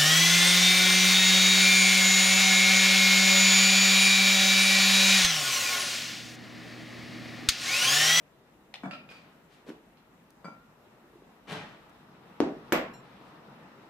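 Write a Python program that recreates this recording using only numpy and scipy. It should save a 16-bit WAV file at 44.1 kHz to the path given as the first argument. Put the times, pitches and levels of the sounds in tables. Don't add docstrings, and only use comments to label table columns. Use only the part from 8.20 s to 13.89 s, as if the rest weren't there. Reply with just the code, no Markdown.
import sys
import numpy as np
from scipy import signal
from scipy.fft import rfft, irfft
from scipy.io import wavfile

SR = 44100
rng = np.random.default_rng(int(sys.argv[2]) if len(sys.argv) > 2 else 0)


def invert_db(x):
    u = np.asarray(x, float) / 20
    return 10 ** u


def store_pcm(level_fs):
    pcm = np.round(np.clip(level_fs, -1, 1) * 32767).astype(np.int16)
    wavfile.write(sys.argv[1], SR, np.atleast_2d(pcm).T)


N = 250929

# (frequency [Hz], level [dB per Hz])
SOFT_CONTACT = [(40, -34), (113, -32.5), (284, 1), (420, -7), (700, -23), (1800, -33), (5000, -58),
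                (15000, -97)]
# (frequency [Hz], level [dB], t60 [s])
SPOON_MODES = [(4670, 0.0065, 0.18)]


def rms_one(x):
    return x / np.sqrt(np.mean(x ** 2) + 1e-20)


def at_hz(points, hz):
    table_hz, value = np.transpose(points)
    return np.interp(np.log(hz), np.log(table_hz), value)


def drift(rate_hz):
    r = np.exp(-2 * np.pi * rate_hz * 40 / SR)
    draws = rng.standard_normal(N // 40 + 2002)
    slow = rms_one(signal.lfilter([1], [1, -2 * r, r * r], draws)[2000:])
    return np.interp(np.arange(N) / 40, np.arange(len(slow)), slow)


def bands(size, likeness):
    edges = 22 * 2 ** np.arange(0, 9.8, .5)
    settle = 8000
    white = rng.standard_normal((2, 2, size + settle))
    for k, (low, high) in enumerate(zip(edges, edges[1:])):
        band_filter = signal.butter(2, [low, high], "band", fs=SR, output="sos")
        mid, side = signal.sosfilt(band_filter, white[k % 2])[:, settle:]
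        hz = np.sqrt(low * high)
        alike = np.clip(at_hz(likeness, hz), -1, 1)
        yield hz, np.sqrt(1 + alike) * mid + np.sqrt(1 - alike) * side * [[1], [-1]]


def sides(pan_db):
    return invert_db(np.array([[.5], [-.5]]) * pan_db)


def hum():
    # (time [s], level [dB])
    swell = [(0.0, -67.5), (0.52, -67), (0.84, -62), (1.28, -66.5), (1.74, -67), (3.33, -64), (3.42, -62),
             (3.82, -61.5), (4.48, -56.5), (4.98, -57.5), (5.39, -57), (5.69, -60)]
    # (level at mean swell [dB], share of the swell followed [-])
    hum_layers = [(-75.5, 0.01), (-58.5, 0.72), (-62, 1.04), (-65.5, 0.77), (-76, 0.059)]
    # (frequency [Hz], level [dB per Hz])
    rumble = [(15, -49), (25, -32), (48, -15), (75, -20.5), (142, -3), (178, -1), (257, -2.5), (393, -9),
              (477, -1), (525, -8), (715, -9.5), (850, -4.5), (2500, -15), (3250, -50), (5500, -120)]
    # (frequency [Hz], level [dB per Hz])
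    hiss = [(710, -30), (1200, 0), (1660, -3.5), (1980, -6.5), (2510, -8), (3430, -12), (5300, -20.5),
            (9110, -28), (14500, -26), (15300, -31), (16000, -39)]
    # (frequency [Hz], likeness [-])
    hum_likeness = [(60, 1), (130, 1), (290, 0.9), (640, 0.67), (1410, 0.24), (3100, -0.19), (6820, -0.047),
                    (15000, -0.18)]
    # (frequency [Hz], level [dB])
    hum_balance = [(60, -3.5), (110, 6.5), (200, -0.5), (380, 2), (700, 2.5), (1290, 1.5), (2380, 1.5),
                   (4400, 0.5), (8120, 1), (15000, -4)]

    swell_db = np.interp(np.arange(N) / SR, *np.transpose(swell))
    swell_db -= swell_db.mean()
    together = drift(4.7)
    layers = np.zeros((5, 2, N))
    for hz, band in bands(N, hum_likeness):
        k = np.searchsorted([100, 650, 1500, 5000], hz)
        colour_db = at_hz(hiss if k >= 3 else rumble, hz)
        colour_db = colour_db + 0.27 * together + 1.18 * drift(9)
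        layers[k] += band * sides(at_hz(hum_balance, hz)) * invert_db(colour_db)
    layers[0] *= invert_db(1.2 * drift(0.86))

    whine = signal.lfilter(*signal.iirpeak(12400, 8.0, SR), rng.standard_normal((2, N)))
    heard = invert_db(-85.5) * rms_one(whine)
    for (db, share), layer in zip(hum_layers, layers):
        heard += invert_db(db + share * swell_db) * rms_one(layer)
    return heard


def kitchen(build_s=0.00067):
    # (frequency [Hz], t60 [s])
    room_t60 = [(100, 0.84), (300, 0.37), (1000, 0.44), (3000, 0.39), (8000, 0.25), (15000, 0.2)]
    # (frequency [Hz], likeness [-])
    room_likeness = [(60, 0.97), (130, 0.95), (290, 1), (640, 0.6), (1410, 0.21), (3100, -0.33),
                     (6820, -0.014), (15000, -0.42)]
    t = np.arange(SR // 2) / SR
    tail = np.zeros((2, len(t)))
    for hz, band in bands(len(t), room_likeness):
        tail += band * invert_db(-60 * t / at_hz(room_t60, hz))
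    tail *= 1 - np.exp(-(t / build_s) ** 2)
    return tail / np.sqrt(np.sum(tail ** 2) / 2)


def pulse(spectrum, size=4096):
    hz = np.maximum(np.fft.rfftfreq(size, 1 / SR), 10)
    cepstrum = irfft(at_hz(spectrum, hz) * np.log(10) / 20)
    cepstrum[1:size // 2] *= 2
    cepstrum[size // 2 + 1:] = 0
    shape = irfft(np.exp(rfft(cepstrum)))
    return shape / np.abs(shape).max()


def ringing(modes, ring_db, chatter_ms, held_s, chance):
    t = np.arange(SR // 2) / SR
    ring = np.zeros(len(t))
    for (hz, db, t60), c in zip(modes, chance):
        level_db = db + ring_db + np.clip(c, -2, 2)
        ring += invert_db(level_db - 60 * t / t60) * np.sin(2 * np.pi * hz * t)
    stilled = np.exp(-np.maximum(t - held_s, 0) / .012)
    return ring * (1 - np.exp(-t * 1000 / chatter_ms)) * stilled


def touching(contact, chatter_ms, chance):
    t = np.arange(2000) / SR
    chatter = chance * np.exp(-t * 2000 / chatter_ms)
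    chatter[0] = -3.0
    touches = signal.fftconvolve(contact, chatter)
    return touches / np.abs(touches).max()


def at_ports(near, pan_db):
    t = np.arange(len(near)) / SR
    lag = pan_db * .6 / SR
    ports = [np.interp(t - max(late, 0), t, near, left=0) for late in (-lag, lag)]
    return ports * sides(pan_db)


def blows(table, spectrum, modes, pan_db, held_s=.45):
    out = np.zeros((2, N + SR))
    room = kitchen()
    contact = pulse(spectrum)
    for s, peak_db, ring_db, room_db, chatter_ms in table:
        chance = rng.normal(0, 1, 2030)
        near = ringing(modes, ring_db, chatter_ms, held_s, chance[:30])
        touches = touching(contact, chatter_ms, chance[30:])
        near[:len(touches)] += touches
        heard = invert_db(room_db) * signal.fftconvolve(room, near[None], axes=1)
        heard[:, :len(near)] += at_ports(near, pan_db)
        at = round(s * SR)
        out[:, at:at + heard.shape[1]] += invert_db(peak_db + 1.5) * heard
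    return out[:, :N]


def flour():
    # (time [s], peak [dB], ring [dB], room [dB], chatter [ms])
    clumps = [
        (2.754, -56, -60, -6, 0.91),
        (2.841, -52, -60, -4, 1.3),
        (2.934, -50, -60, -5, 3.5),
        (2.955, -49, -60, -2, 3),
        (3.021, -48.5, -60, -5, 1.5),
        (3.036, -55, -60, -4, 1.8),
    ]
    return blows(clumps, SOFT_CONTACT, SPOON_MODES, pan_db=1.1)


def spoon():
    # (time [s], peak [dB], ring [dB], room [dB], chatter [ms])
    pips = [
        (1.772, -56, -58, 4, 4.5),
        (4.480, -55, -60, -8, 6.0),
        (5.158, -57, -57, -15, 4.0),
    ]
    # (time [s], peak [dB], ring [dB], room [dB], chatter [ms])
    pings = [
        (.936, -64, 0.1, 0, 3.0),
    ]
    # (frequency [Hz], level [dB per Hz])
    tap = [(2000, -9), (3600, -7), (4300, -2), (5000, -10), (8000, -48)]
    return blows(pips, tap, SPOON_MODES, pan_db=-4.0) + blows(pings, tap, SPOON_MODES, pan_db=0.1)


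def glass():
    # (time [s], peak [dB], ring [dB], room [dB], chatter [ms])
    ticks = [
        (2.1055, -43.5, -60, -10, .6),
        (3.696, -58, -60, -14, 6.1),
        (4.206, -37.5, -60, -11, 3.7),
    ]
    # (time [s], peak [dB], ring [dB], room [dB], chatter [ms])
    clinks = [
        (4.737, -53.5, -1.5, -10, 1.7),
    ]
    # (frequency [Hz], level [dB per Hz])
    tick = [(1500, -60), (4000, 10), (8000, 18), (13000, 9), (16500, 18), (19000, -30)]
    # (frequency [Hz], level [dB], t60 [s])
    glass_modes = [(2780, -6.5, 0.26), (4093, -10, 0.38), (4100, -13, 0.2), (5563, -0.5, 0.13),
                   (7320, -7, 0.34), (9000, -11, 0.19), (9250, -12, .18), (11700, -16, .12),
                   (13300, -10, .12), (14500, -14, .12)]
    dry_ticks = blows(ticks, tick, glass_modes, pan_db=-1.1)
    return dry_ticks + blows(clinks, tick, glass_modes, pan_db=-1.6, held_s=0.068)


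def snap_and_lid():
    # (time [s], peak [dB], ring [dB], room [dB], chatter [ms])
    clacks = [
        (.711, -32.5, -15, 1.5, 5.9),
        (.733, -36, -20, 0.5, 12.3),
        (.890, -43.5, -5, 0.5, 12),
        (.912, -42.5, -11, 0.5, 14),
    ]
    # (time [s], peak [dB], ring [dB], room [dB], chatter [ms])
    snaps = [
        (.5402, -30.5, -32, -4.5, 6.6),
        (.549, -40.5, -60, -20, 11),
        (.556, -37, -60, -16, 6.5),
    ]
    # (frequency [Hz], level [dB per Hz])
    clack = [(350, -38), (600, 1), (879, -16), (1320, 2), (1990, -12), (2430, 2.5), (3040, -5.5),
             (4880, -12.5), (5350, -19), (14000, -42.5)]
    # (frequency [Hz], level [dB per Hz])
    snap = [(290, -52), (500, -9), (781, -8.5), (1310, -6.5), (1570, -11), (1710, -6.5), (3240, 1),
            (5280, -14.5), (14000, -38)]
    # (frequency [Hz], level [dB], t60 [s])
    lid_modes = [(2498, -3, 0.083), (2440, 5, 0.096), (2600, -6, 0.05), (3300, -7, .05), (3600, -5, 0.058),
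                 (4500, -13, 0.05), (4940, -6, 0.088), (7950, -26, .04)]
    return blows(clacks, clack, lid_modes, pan_db=-5.0) + blows(snaps, snap, lid_modes, pan_db=4.0)


def slides():
    # (time [s], push [s], peak [dB], fade [dB per s], brightness [dB])
    pushes = [
        (.884, 0.025, -57.5, 59, 0.5),
        (1.289, 0.052, -67.5, 153, 7.5),
        (1.459, 0.036, -56, 500, 4.5),
        (3.27, 0.051, -38.5, 92.5, -6.5),
        (4.8, 0.094, -61.5, 40, -12),
        (5.0, .09, -85.5, 250, 19.5),
    ]
    # (frequency [Hz], level [dB per Hz])
    grit_colour = [(35, -30), (60, -35), (135, -9.5), (295, -14), (364, -11), (503, -16), (711, -12.5),
                   (1330, -17), (1830, -15), (2150, -16.5), (3120, -17), (5680, -27), (10900, -34),
                   (15000, -41)]
    push_power = 0.54
    dulling, top_dulling = 0.18, 2.2

    grain_db = 3.76 * np.minimum(rng.exponential(1, N), 5)
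    grains = (rng.random(N) < 7000 / SR) * invert_db(grain_db) * rng.choice([-1, 1], N)
    grit = rms_one(signal.fftconvolve(grains, pulse(grit_colour))[:N])
    low, wide = (signal.filtfilt(*signal.butter(1, hz, fs=SR), grit) for hz in (3500, 8000))

    out = np.zeros(N)
    t = np.arange(N) / SR
    for s, push_s, peak_db, fade_db, bright_db in pushes:
        swell = np.clip((t - s) / push_s, 0, 1) ** push_power
        speed = swell * invert_db(-fade_db * np.maximum(t - s - push_s, 0))
        bright = speed ** dulling * (wide - low) + speed ** top_dulling * (grit - wide)
        out += invert_db(peak_db) * speed * (low + invert_db(bright_db) * bright)
    echo = signal.fftconvolve(kitchen(), out[None], axes=1)[:, :N]
    return out * sides(4.8) + invert_db(-1.5) * echo


def bowl():
    # (time [s], peak [dB], ring [dB], room [dB], chatter [ms])
    knocks = [
        (.6350, -32, -10.5, 2, 6.1),
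        (.657, -31, -16, -3.5, 9.4),
    ]
    # (time [s], peak [dB], ring [dB], room [dB], chatter [ms])
    rim_knocks = [
        (2.2445, -36.5, -6, -5.5, 3.4),
        (2.255, -34.5, -50, 1, 3.6),
        (2.283, -36, -48, -7.5, 6.5),
    ]
    # (frequency [Hz], level [dB per Hz])
    knock = [(60, -65), (120, -7.5), (264, 0), (400, -13.5), (700, -8), (1050, -13.5), (1340, -14),
             (1800, -22), (2290, -26), (3010, -38.5), (12000, -49), (15600, -85)]
    # (frequency [Hz], level [dB], t60 [s])
    body_modes = [(197, -3.5, 0.21), (264.6, -10, 0.4), (562, -2, 0.054), (690, 7, 0.039), (930, -7, .1),
                  (1358, 0.5, 0.21), (1420, -10, 0.12), (1710, -9, 0.12), (2266, -1.5, 0.089),
                  (3450, -20.5, 0.15), (4700, -23, 0.13), (6135, -31, .12), (7840, -29, .2)]
    # (frequency [Hz], level [dB], t60 [s])
    rim_modes = [(176, -6, 0.28), (264, -5, 0.34), (796, -26, 0.15), (1362, -5, 0.35), (1411, -12, 0.73),
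                 (1580, -20, 0.15), (1728, -30, 0.13), (2310, -9, 0.34), (3350, -24, 0.16),
                 (4750, -10.5, 0.16), (6100, -24, 0.17), (7730, -15, 0.059), (9496, -40, .15)]
    body = blows(knocks, knock, body_modes, pan_db=4.0, held_s=0.1)
    return body + blows(rim_knocks, knock, rim_modes, pan_db=3.5, held_s=.142)


def counter():
    # (time [s], peak [dB], ring [dB], room [dB], chatter [ms])
    thumps = [
        (4.2036, -10, -25.5, -4.5, 0.049),
    ]
    # (time [s], peak [dB], ring [dB], room [dB], chatter [ms])
    landings = [
        (1.467, -47.5, -40, 6, 8),
        (1.488, -36, -40, -5, 2.6),
        (1.501, -35, -40, -8, 4.7),
        (4.2168, -23.5, -8, 3, 0.089),
        (4.272, -26, -43, -1.3, 1.8),
        (4.289, -32, -43, -9, 1.9),
    ]
    # (frequency [Hz], level [dB per Hz])
    thump = [(24, -39), (60, -33), (150, -20), (280, 5), (450, 0), (750, -8), (1100, -15.5), (1800, -20.5),
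             (3500, -28.5), (6600, -36.5), (10000, -71), (15000, -68)]
    # (frequency [Hz], level [dB], t60 [s])
    wood_modes = [(182.3, -14, 0.92), (248, -2.5, 0.19), (352, -23, 0.13), (502, -27, 0.063),
                  (760, -22, .15), (950, -29, 0.14)]
    # (frequency [Hz], level [dB], t60 [s])
    crockery_modes = [(7720, -36, .35), (10570, -45, 0.23), (4460, -46, .15)]
    thumped = blows(thumps, thump, wood_modes, pan_db=4.5)
    return thumped + blows(landings, SOFT_CONTACT, crockery_modes, pan_db=0.5)


def dish():
    # (time [s], peak [dB], ring [dB], room [dB], chatter [ms])
    slams = [
        (4.5227, -9, -30, 5, .05),
        (4.5233, -11, -40, -20, .05),
    ]
    # (time [s], peak [dB], ring [dB], room [dB], chatter [ms])
    tings = [
        (4.5258, -18.5, -17, -28, 1.9),
        (4.529, -27, -22, -22, 2.4),
    ]
    # (frequency [Hz], level [dB per Hz])
    slam = [(24, -60), (130, -17.5), (241, 8), (496, 6), (548, 6), (653, 8), (949, 0.5), (2390, -1),
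            (4130, -14.5), (7910, -21.5), (9650, -31), (12400, -100), (15500, -81)]
    # (frequency [Hz], level [dB per Hz])
    ting = [(4000, -7), (6500, 9), (8500, 4), (10500, -10), (12200, 15), (13600, -4), (15000, -15)]
    # (frequency [Hz], level [dB], t60 [s])
    dish_modes = [(319, -3.5, 0.2), (480, 0, 0.093), (1093, -14, 0.45), (1550, -14, .15), (2091, -32, 0.13),
                  (3250, -30, 0.13)]
    # (frequency [Hz], level [dB], t60 [s])
    cutlery_modes = [(8800, -19, .15), (9200, -23, .15), (10300, -17, 0.18), (10750, -21, .15),
                     (12200, -14, 0.18), (11920, -8.5, 0.22), (11980, -9, 0.21), (12540, -15, .17),
                     (12000, -20, .2), (12800, -20, 0.18), (12700, -2, 0.071), (13450, -14, 0.07),
                     (13630, -17, 0.063)]
    return blows(slams, slam, dish_modes, pan_db=-2.0) + blows(tings, ting, cutlery_modes, pan_db=-4.5)


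def scene():
    no_bass = signal.butter(4, 130, "high", fs=SR, output="sos")
    light = signal.sosfilt(no_bass, spoon() + glass() + snap_and_lid() + bowl())
    return hum() + flour() + light + slides() + counter() + dish()


def roll_off(x):
    return signal.sosfilt(signal.butter(12, 16480, fs=SR, output="sos"), x)


def record(dry):
    rounded = .42 * np.tanh(dry / .42)
    top_cut = signal.cheby2(8, 24, 15800, fs=SR, output="sos")
    mix = signal.sosfilt(top_cut, rounded)
    return roll_off(mix)


dry = scene()
out = record(dry)
store_pcm(out)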